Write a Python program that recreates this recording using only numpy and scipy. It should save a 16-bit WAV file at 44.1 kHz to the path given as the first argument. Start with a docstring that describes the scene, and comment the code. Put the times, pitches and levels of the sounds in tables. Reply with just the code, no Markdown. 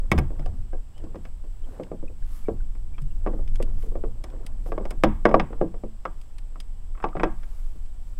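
"""A large fish is hauled up the side of a plastic kayak on open water.
First the fish and gear knock on the hollow hull, and the whole boat booms.
Then small waves slap the side while fishing tackle clicks and a wet sleeve swishes.
Heavy knocks come at about 5 s; near 7 s a short scrape leads into another burst of them.
All along, wind and the rocking boat rumble under a thin hiss, with faint chirps in the first half."""
import sys
import numpy as np
from scipy import signal
from scipy.fft import rfft, irfft, next_fast_len
from scipy.io import wavfile
from scipy.ndimage import uniform_filter1d

SR = 44100
rng = np.random.default_rng(int(sys.argv[2]) if len(sys.argv) > 2 else 0)


def dump(signal):
    """Clip the signal to [-1, 1] and save it as 16-bit WAV at the path in sys.argv[1]."""
    limited = np.clip(np.atleast_2d(signal).T, -1, 1)
    pcm = np.round(limited * 32767).astype(np.int16)
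    wavfile.write(sys.argv[1], SR, pcm)


N = 361368
TIME = np.arange(N) / SR
RING = 16384  # samples given to one hit to ring out
RING_HZ, RING_S = np.fft.rfftfreq(RING, 1 / SR), np.arange(RING) / SR


def hull_hits(direct_db=-2, plate_db=0.5, cavity_db=-2, cavity_fade_s=.34, lag_s=.0014,
              note_db=2, note_sharpness=4, return_db=-4, return_s=0.023, return_hz=380):
    """Each hit sends bending waves through the plastic shell, which echo round it and stir the air inside."""
    # the fish and gear knock; harder contact has a higher corner, the pitch above which the treble falls:
    # (time [s], strength [dB], corner [Hz], fall [dB per octave], bass [dB], note of the spot [Hz])
    knocks = [(0.1172, 22, 880, 9.5, 8, 2290), (0.1796, 6.5, 1960, 13.5, -5, 590),
              (0.1864, 28, 286, 10, -7, 2280), (0.3952, -1, 460, 8, 7, 616),
              (0.4614, 11.5, 306, 10.5, -11, 657), (1.1567, 8, 355, 10.4, -2, 517),
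              (1.253, -9, 1780, 13, 4, 525), (2.7526, -14.5, 1140, 12, 5, 294),
              (2.982, -13, 3140, 27, 15, 1194), (3.2637, 22, 630, 18, -9.5, 282),
              (4.2413, 2.5, 492, 7.3, -16.5, 326), (4.854, 9.5, 450, 9, -4, 684),
              (4.91, 11.5, 366, 9, -8, 1680), (5.0369, 30, 844, 11, -4, 313),
              (5.2543, 36.5, 597, 14, -9.5, 1660), (5.291, 23.5, 386, 12.5, -13, 900),
              (5.3425, 37.5, 584, 16.5, -14.5, 1100), (5.398, 14.5, 2170, 19.5, 7, 780),
              (6.0536, 12, 1230, 17, -10.5, 1220), (6.558, -10.5, 1220, 15.5, 8, 1195),
              (7.0413, 21, 967, 16.5, -9, 870), (7.1533, 28.5, 332, 17.5, -23, 854),
              (7.168, 6.5, 1340, 20, 8, 295), (7.1979, 10.5, 1330, 18.5, 0, 2320),
              (7.2073, 6.5, 1660, 28, 4, 375), (7.2341, 24.5, 1120, 16, -8.5, 350),
              (7.4328, -16, 2490, 14, -2, 1490), (7.7568, -13, 600, 16, 8.5, 286)]
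    # the notes the hull rings with: (pitch [Hz], width [Hz], level [dB])
    hull_notes = [(174.5, 20, -4.5), (220.3, 6.5, -0.5), (325.8, 20, -1), (352, 34, -6.5), (455, 14, -6.5),
                  (531, 65, -10), (638, 30, -9), (742, 35, -5.5), (948, 12, -6.5), (1170, 40, -8.5),
                  (1620, 15, 3), (1945, 32, -2), (2193, 81, 0.5), (2600, 50, -2), (2965, 50, -6.5),
                  (3380, 90, -6), (5105, 206, 11.5), (5776, 180, -1)]
    # how long waves last in the shell: (frequency [Hz], time to fade by 60 dB [s])
    plate_fades = [(110, 0.43), (220, 0.21), (440, 0.13), (880, 0.086), (1760, 0.03), (3500, 0.05),
                   (7000, 0.031), (14000, 0.029)]
    # the air inside the hull rings on softly: (frequency [Hz], level [dB])
    cavity_colour = [(110, -20.5), (220, -16.5), (440, -28.5), (880, -8), (1760, -13), (3500, -15),
                     (7000, -37), (14000, -45.5)]
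    # the tone of the hull as a whole: (frequency [Hz], level [dB])
    hull_colour = [(40, -18.5), (100, -7.5), (170, -1.5), (280, -3), (400, -5.5), (560, -3), (900, -5),
                   (1150, -2), (1450, -6), (2100, -4.5), (2550, -3.5), (2830, -6), (3450, -4.5),
                   (4200, -10), (8500, -4.5), (15000, -6)]
    out = np.zeros(N)
    centres, fades_s = np.transpose(plate_fades)
    bands = octave_bands(centres)
    cavity = hit_spectrum(cavity_db + colour_at(cavity_colour, RING_HZ))
    colour_db = colour_at(hull_colour, RING_HZ)
    for s, db, corner_hz, fall_db, bass_db, note_hz in knocks + wave_slaps() + scrape():
        # a soft contact lasts longer and cannot stir up the treble
        treble_loss_db = fall_db / 4 * np.log2(1 + (RING_HZ / corner_hz) ** 4)
        contact_db = bass_db / (1 + (RING_HZ / 300) ** 4) - treble_loss_db
        # the struck panel, or the air trapped against it, gives each hit its own hollow note
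        detune = (RING_HZ + 1) / note_hz
        note = 1 + amp(note_db) / (1 + 1j * note_sharpness * (detune - 1 / detune))
        shell = note * (amp(direct_db) + amp(plate_db) * echoes(bands, fades_s, rise_s=0.0007))
        # only the low waves return from the far end of the boat, as a sinking plop
        low_waves = amp(return_db) / (1 + (RING_HZ / return_hz) ** 4)
        far_end = low_waves * bending(return_s * rng.uniform(.8, 1.2))
        inside = cavity * echoes(bands, cavity_fade_s, rise_s=0.01)
        push = hit_spectrum(contact_db + colour_db) * bending(lag_s)
        hit = push * (shell + far_end + inside) * ringing(hull_notes, spread_db=2.0)
        add(out, s - lag_s / 2, amp(db) * irfft(hit))
    return out


def wave_slaps(fall_db=17.5, bass_db=-7, pocket_hz=477, spread=0.084):
    """Lists hits of water on the hull: each is soft and traps a pocket of air of about the same note."""
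    # a flatter, sharper slap has a higher corner: (time [s], strength [dB], corner [Hz])
    slaps = [(0.3051, 7, 500), (0.732, 6, 700), (1.0388, 12, 296), (1.146, 2, 755), (1.4397, -4.5, 610),
             (1.7978, 18, 420), (1.916, 18, 436), (2.0279, 11, 380), (2.0985, 3.5, 400), (2.4844, 24, 472),
             (3.272, 12.5, 864), (3.3355, 13.5, 420), (3.3914, 9, 433), (3.602, 18, 497), (3.836, 1.5, 536),
             (3.8642, 6, 388), (3.9185, 4, 470), (3.9547, 12, 583), (4.0383, 15.5, 553), (4.3379, 5.5, 396),
             (4.6613, 0, 870), (4.6882, 6, 440), (4.7202, 12.5, 962), (4.7788, 15.5, 768),
             (4.811, 12.5, 458), (5.3131, 16.5, 836), (5.5053, 11.5, 350), (5.53, 1.5, 1050),
             (5.613, 29, 464), (5.631, 7, 495), (5.7422, 2, 750), (5.8363, 17.5, 382)]
    return [(s, db, corner_hz, fall_db, bass_db, pocket_hz * np.exp(spread * rng.standard_normal()))
            for s, db, corner_hz in slaps]


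def scrape(start_s=6.951, gap_s=.0255, first_db=-15.5, growth_db=4.5, count=4):
    """Lists the hits of a short scrape on the hull: evenly spaced slips, each harder than the last."""
    # how one slip meets the hull: (corner [Hz], fall [dB per octave], bass [dB], note [Hz])
    contact = (1890, 28, -23, 1284)
    return [(start_s + k * gap_s, first_db + k * growth_db, *contact) for k in range(count)]


def boat_booms():
    """The whole boat swings with a low note when weight shifts."""
    # the booms: (time [s], pitch [Hz], level [dB], time to fade by 60 dB [s])
    booms = [(0.127, 169, -17, 0.21), (0.166, 67.6, -11.5, 0.23), (0.199, 139.4, -15, 0.163),
             (0.385, 142.4, -29.5, 0.36), (0.469, 77.7, -26, 0.39), (3.016, 138, -25, 0.23),
             (5.062, 214.3, -14, 0.17), (5.39, 64, -25, 0.21)]
    out = np.zeros(N)
    for s, hz, db, fade_s in booms:
        add(out, s, fading_note(hz, db, fade_s, rise_s=0.0087))
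    return out


def tackle_clicks(click_db=-1, rattle_db=-1, rattle_fade_s=.032, pivot_hz=4500, top_hz=11500, low_hz=1300):
    """Small hard parts, each of a slightly different size, snap together and rattle for a moment."""
    # the clicks: (time [s], strength [dB], relative brightness [dB per octave])
    clicks = [(0.1152, -10, 5), (0.18, -18, -2), (0.186, -19.5, 8.5), (0.46, -23, -2.5), (0.979, -29, 0),
              (1.04, -32.5, -2), (1.833, -25, -7), (3.0187, -30, 5), (3.477, -27, -5),
              (3.5565, -18.5, -2.5), (3.6253, -13.5, -0.5), (3.8237, -32, -4), (4.2389, -20.5, 1),
              (4.3007, -32.5, -3), (4.464, -17, 2), (4.906, -15.5, 3), (6.214, -28.5, 1.5),
              (6.383, -21.5, -3.5), (6.602, -15.5, -1), (7.0227, -33, -1), (7.0859, -32, -10),
              (7.8586, -35, -2)]
    # the notes the tackle rings with: (pitch [Hz], width [Hz], level [dB])
    tackle_notes = [(2250, 250, -1.5), (3180, 260, 5), (5130, 240, 4.5), (6880, 194, -11.5),
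                    (8850, 470, 5.5)]
    out, bands = np.zeros(N), octave_bands([1000, 4000, 12000])
    body_db = -10 * np.log10((1 + (RING_HZ / top_hz) ** 6) * (1 + (low_hz / (RING_HZ + 1)) ** 2))
    for s, db, bright_db in clicks:
        tilt_db = (bright_db - 4.0) * np.log2(np.maximum(RING_HZ, 2500) / pivot_hz)
        snap = 0.13 + amp(rattle_db) * echoes(bands, rattle_fade_s, rise_s=0.00028)
        part_notes = np.array(tackle_notes) * [rng.uniform(.93, 1.07), 1, 1]
        click = hit_spectrum(tilt_db + body_db) * snap * ringing(part_notes, spread_db=0)
        add(out, s, amp(db + click_db) * irfft(click))
    return out


def drip_plinks():
    """Drips and small bits of gear ring with a note that dies almost at once."""
    # the plinks: (time [s], pitch [Hz], level [dB])
    plinks = [(.1172, 2210, -12), (0.1192, 1100, -17), (0.1187, 3630, -29), (1.069, 1090, -48),
              (2.224, 1640, -48.5), (2.605, 1500, -47), (2.981, 3220, -46), (2.986, 1240, -42.5),
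              (6.055, 1290, -22), (6.558, 1284, -45), (6.603, 3220, -47), (6.601, 4940, -41),
              (7.13, 1220, -34)]
    out = np.zeros(N)
    for s, hz, db in plinks:
        add(out, s, fading_note(hz, db, fade_s=.032, rise_s=.0005))
    return out


def lapping(lap_db=-2, pops_per_s=520, size_db=2.5, wash=0.7, calm_db=-68, pitches=24):
    """Small pockets of air pop dully along the waterline, over a soft wash; both swell with each slosh."""
    # water sloshes along the side: (peak time [s], length [s], level [dB])
    sloshes = [(0.0, 0.19, -51), (0.39, 0.39, -48.5), (1.03, 0.29, -51), (1.75, 0.44, -47.5),
               (3.31, 0.37, -50), (3.65, 0.29, -50.5), (4.33, 0.61, -49), (4.86, .3, -50),
               (5.56, 0.33, -51.5), (7.0, 0.23, -55.5)]
    # the dull tone of the water: (frequency [Hz], level [dB])
    water_colour = [(100, -10), (250, 1), (480, -2), (800, -5.5), (1300, -12.5), (2500, -14.5), (5000, -24),
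                    (12000, -48)]
    pops, t = np.zeros(N), RING_S[:4096]
    for hz in np.geomspace(240, 1800, pitches):
        age = t * hz / 2.5  # higher bubbles die sooner
        bubble = np.exp(-age) * (1 - np.exp(-6 * age)) * np.sin(2 * np.pi * hz * t)
        sizes = amp(size_db * np.minimum(rng.exponential(1, N), 4))
        starts = rng.random(N) < pops_per_s / pitches / SR
        pops += signal.oaconvolve(sizes * starts, evened(bubble))[:N]
    stir = np.hypot(amp(calm_db), swells(sloshes, rise=.35, shape=2.0))
    water = evened(pops) + wash * rng.standard_normal(N)
    return amp(lap_db) * stir * coloured(water, water_colour)


def sleeve_swishes(rub_db=-1, grain_db=1.5, rest_db=-81, fizz_db=-3, fizz_growth=.6):
    """Cloth slides over the life vest in small uneven slips; a faster stroke is brighter."""
    # strokes of the sleeve: (peak time [s], length [s], level [dB])
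    strokes = [(1.25, .5, -69), (1.73, .55, -64.5), (2.36, 0.4, -56.5), (3.83, 0.28, -59),
               (4.68, 0.15, -58.5), (6.2, 0.82, -69.5), (7.57, 1.18, -63), (8.1, .5, -67)]
    # the tone of rubbing cloth: (frequency [Hz], level [dB])
    rub_colour = [(300, -6), (1150, 13), (1600, 6), (3200, 1), (5500, -0.5), (8000, -1.5), (11000, -4.5),
                  (14000, -5.5), (16000, -10.5)]
    # the extra treble of a fast stroke: (frequency [Hz], level [dB])
    fizz_colour = [(3000, -22), (7000, -6), (11000, -1.5), (14000, -5), (16000, -13)]
    slips = evened(uniform_filter1d(rng.standard_normal(N), 200))
    speed = np.hypot(amp(rest_db), swells(strokes, rise=0.5, shape=1.13))
    rub = amp(rub_db) * noise(rub_colour)
    fizz = amp(fizz_db) * (speed / speed.max()) ** fizz_growth * noise(fizz_colour)
    return speed * (rub + fizz) * evened(amp(grain_db * slips))


def rumble(wind_db=3, rock_db=-1.0):
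    """Wind buffets the microphone, and the hull rocks under it, harder at each lurch."""
    # the slow rise and fall of the rumble: (time [s], wind level [dB], rocking level [dB])
    drift = [(0, -28, -45.5), (.45, -26, -44), (.85, -32, -49.5), (1.2, -40, -40.5), (1.52, -24, -55),
             (1.8, -39.5, -45), (2.1, -30, -46.5), (3.25, -25, -42.5), (3.7, -23.5, -36.5),
             (4.25, -29, -46.5), (4.7, -29, -41), (5.15, -24, -39.5), (6.1, -35.5, -53), (6.8, -31, -48.5),
             (7.55, -27.5, -51.5), (8.19, -31, -49)]
    # the boat lurches: (peak time [s], length [s], level [dB])
    lurches = [(0.15, 0.27, -23.5), (0.53, 0.39, -37.5), (2.53, 0.15, -33.5), (4.08, 0.089, -38),
               (5.07, 0.21, -27.5)]
    # the very deep tone of the wind: (frequency [Hz], level [dB])
    wind_colour = [(4, -1.5), (10, 5.5), (16, 6.5), (25, 6), (40, -10.5), (60, -16.5), (100, -31.5),
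                   (200, -76)]
    # the low tone of the rocking hull: (frequency [Hz], level [dB])
    rock_colour = [(30, -26.5), (55, -4.5), (72, 0), (100, -6.5), (150, -16.5), (250, -20.5), (500, -42),
                   (1000, -69)]
    times, gusts_db, sway_db = np.transpose(drift)
    gusts = amp(np.interp(TIME, times, gusts_db))
    sway = amp(np.interp(TIME, times, sway_db))
    rocking = np.hypot(sway, swells(lurches, rise=0.23, shape=1.3))
    return amp(wind_db) * gusts * noise(wind_colour) + amp(rock_db) * rocking * noise(rock_colour)


def faint_chirps():
    """Thin, slightly raspy whistles rise and fall in pitch."""
    # the chirps: (middle time [s], length [s], top pitch [Hz], level [dB])
    chirps = [(0.973, 0.092, 3020, -62), (1.647, 0.024, 3180, -60), (2.082, 0.0094, 2560, -48),
              (2.461, 0.025, 2340, -55.5), (2.949, 0.033, 2400, -57.5), (3.113, 0.015, 2850, -59.5)]
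    out = np.zeros(N)
    for s, length, hz, db in chirps:
        position = np.linspace(-1, 1, round(length * SR))
        rasp = .04 * evened(uniform_filter1d(rng.standard_normal(RING), 50))[:len(position)]
        cycles = np.cumsum(hz * (1 - 0.095 * position ** 2 + rasp)) / SR
        add(out, s - length / 2, amp(db) * np.cos(np.pi * position / 2) * np.sin(2 * np.pi * cycles))
    return out


def air_hiss(level_db=-60.5):
    """Quiet, steady air with a thin hiss near 8 kHz."""
    # the tone of the air: (frequency [Hz], relative level [dB])
    air_colour = [(100, 14), (300, 4), (800, 3.5), (1500, -5), (2400, -8), (3100, -6), (4000, -12.5),
                  (5100, -10), (6600, -16), (7900, -1), (9200, -16), (12000, -17), (16000, -24)]
    return amp(level_db) * noise(air_colour)


def amp(db):
    """Turns decibels into a number to multiply a sound by."""
    return 10 ** (np.asarray(db) / 20)


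def evened(x):
    """Scales a sound to an average power of 1."""
    return x / np.sqrt(np.mean(x ** 2) + 1e-20)


def add(mix, s, sound):
    """Mixes a sound in at s seconds."""
    part = mix[max(round(s * SR), 0):][:len(sound)]
    part += sound[:len(part)]


def colour_at(colour, hz):
    """Looks up levels in a colour: a table of how strong each frequency is."""
    frequencies, db = np.transpose(colour)
    return np.interp(np.log(hz + 1), np.log(frequencies + 1), db)


def coloured(x, colour):
    """Filters a long sound by a colour and scales it to a power of 1."""
    size = next_fast_len(N)
    gains = amp(colour_at(colour, np.fft.rfftfreq(size, 1 / SR)))
    return evened(irfft(rfft(x, size) * gains, size)[:N])


def noise(colour):
    """Steady noise of a given colour."""
    return coloured(rng.standard_normal(N), colour)


def hit_spectrum(db):
    """A spectrum with these levels, timed so that nothing sounds before the hit (minimum phase)."""
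    cepstrum = irfft(np.log(amp(np.maximum(db, db.max() - 100))))
    cepstrum[1:RING // 2] *= 2
    cepstrum[RING // 2 + 1:] = 0
    return np.exp(rfft(cepstrum))


def ringing(notes, spread_db):
    """Spectrum of an object's own notes; each struck spot favours different ones, by spread_db."""
    weights = amp(spread_db * rng.standard_normal(len(notes)))
    return 1 + sum(weight * amp(db) / (1 + 2j * (RING_HZ - hz) / width)
                   for weight, (hz, width, db) in zip(weights, notes))


def octave_bands(centres):
    """Overlapping frequency bands whose powers add up to 1."""
    return np.sqrt([np.interp(np.log(RING_HZ + 1), np.log(centres), row) for row in np.eye(len(centres))])


def echoes(bands, fades_s, rise_s):
    """Spectrum of a dense crowd of echoes; each band dies by 60 dB in its fade time."""
    waves = irfft(rfft(rng.standard_normal((len(bands), RING))) * bands)
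    waves *= np.exp(-np.log(1000) * RING_S / np.reshape(fades_s, (-1, 1))) * (1 - np.exp(-RING_S / rise_s))
    waves *= np.sqrt(np.mean(bands ** 2, axis=1) / np.sum(waves ** 2, axis=1))[:, None]
    return rfft(waves.sum(axis=0))


def bending(lag_s):
    """High bending waves travel faster: treble arrives first, 500 Hz after about lag_s, the bass later."""
    return np.exp(-4j * np.pi * lag_s * np.sqrt(500) * (np.sqrt(RING_HZ + 50) - np.sqrt(50)))


def fading_note(hz, db, fade_s, rise_s):
    """One pure note that dies by 60 dB in fade_s."""
    envelope = np.exp(-np.log(1000) * RING_S / fade_s) * (1 - np.exp(-RING_S / rise_s))
    return amp(db) * envelope * np.sin(2 * np.pi * hz * RING_S)


def swells(rows, rise, shape):
    """Loudness of swells that rise for a share of their length, then fall; 20 dB down at both ends."""
    power = np.zeros(N)
    for s, length, db in rows:
        away = np.maximum((s - TIME) / rise, (TIME - s) / (1 - rise)) / length
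        near = away < 2
        power[near] += amp(db - 20 * away[near] ** shape) ** 2
    return np.sqrt(power)


def scene():
    """Everything on and around the boat, in one channel."""
    boat = hull_hits() + tackle_clicks() + boat_booms() + drip_plinks() + sleeve_swishes()
    return (boat + lapping() + rumble() + faint_chirps() + air_hiss())[None]


def record(dry):
    """Rounds off the highest peaks, then cuts the treble above 16 kHz."""
    clean = np.clip(dry, -.65, .65)
    rounded = clean + .3 * np.tanh((dry - clean) / .3)
    treble_cut = signal.firwin(511, 16000, window=("kaiser", 9), fs=SR)
    return signal.oaconvolve(rounded, treble_cut[None], "same")


dry = scene()
out = record(dry)
dump(out)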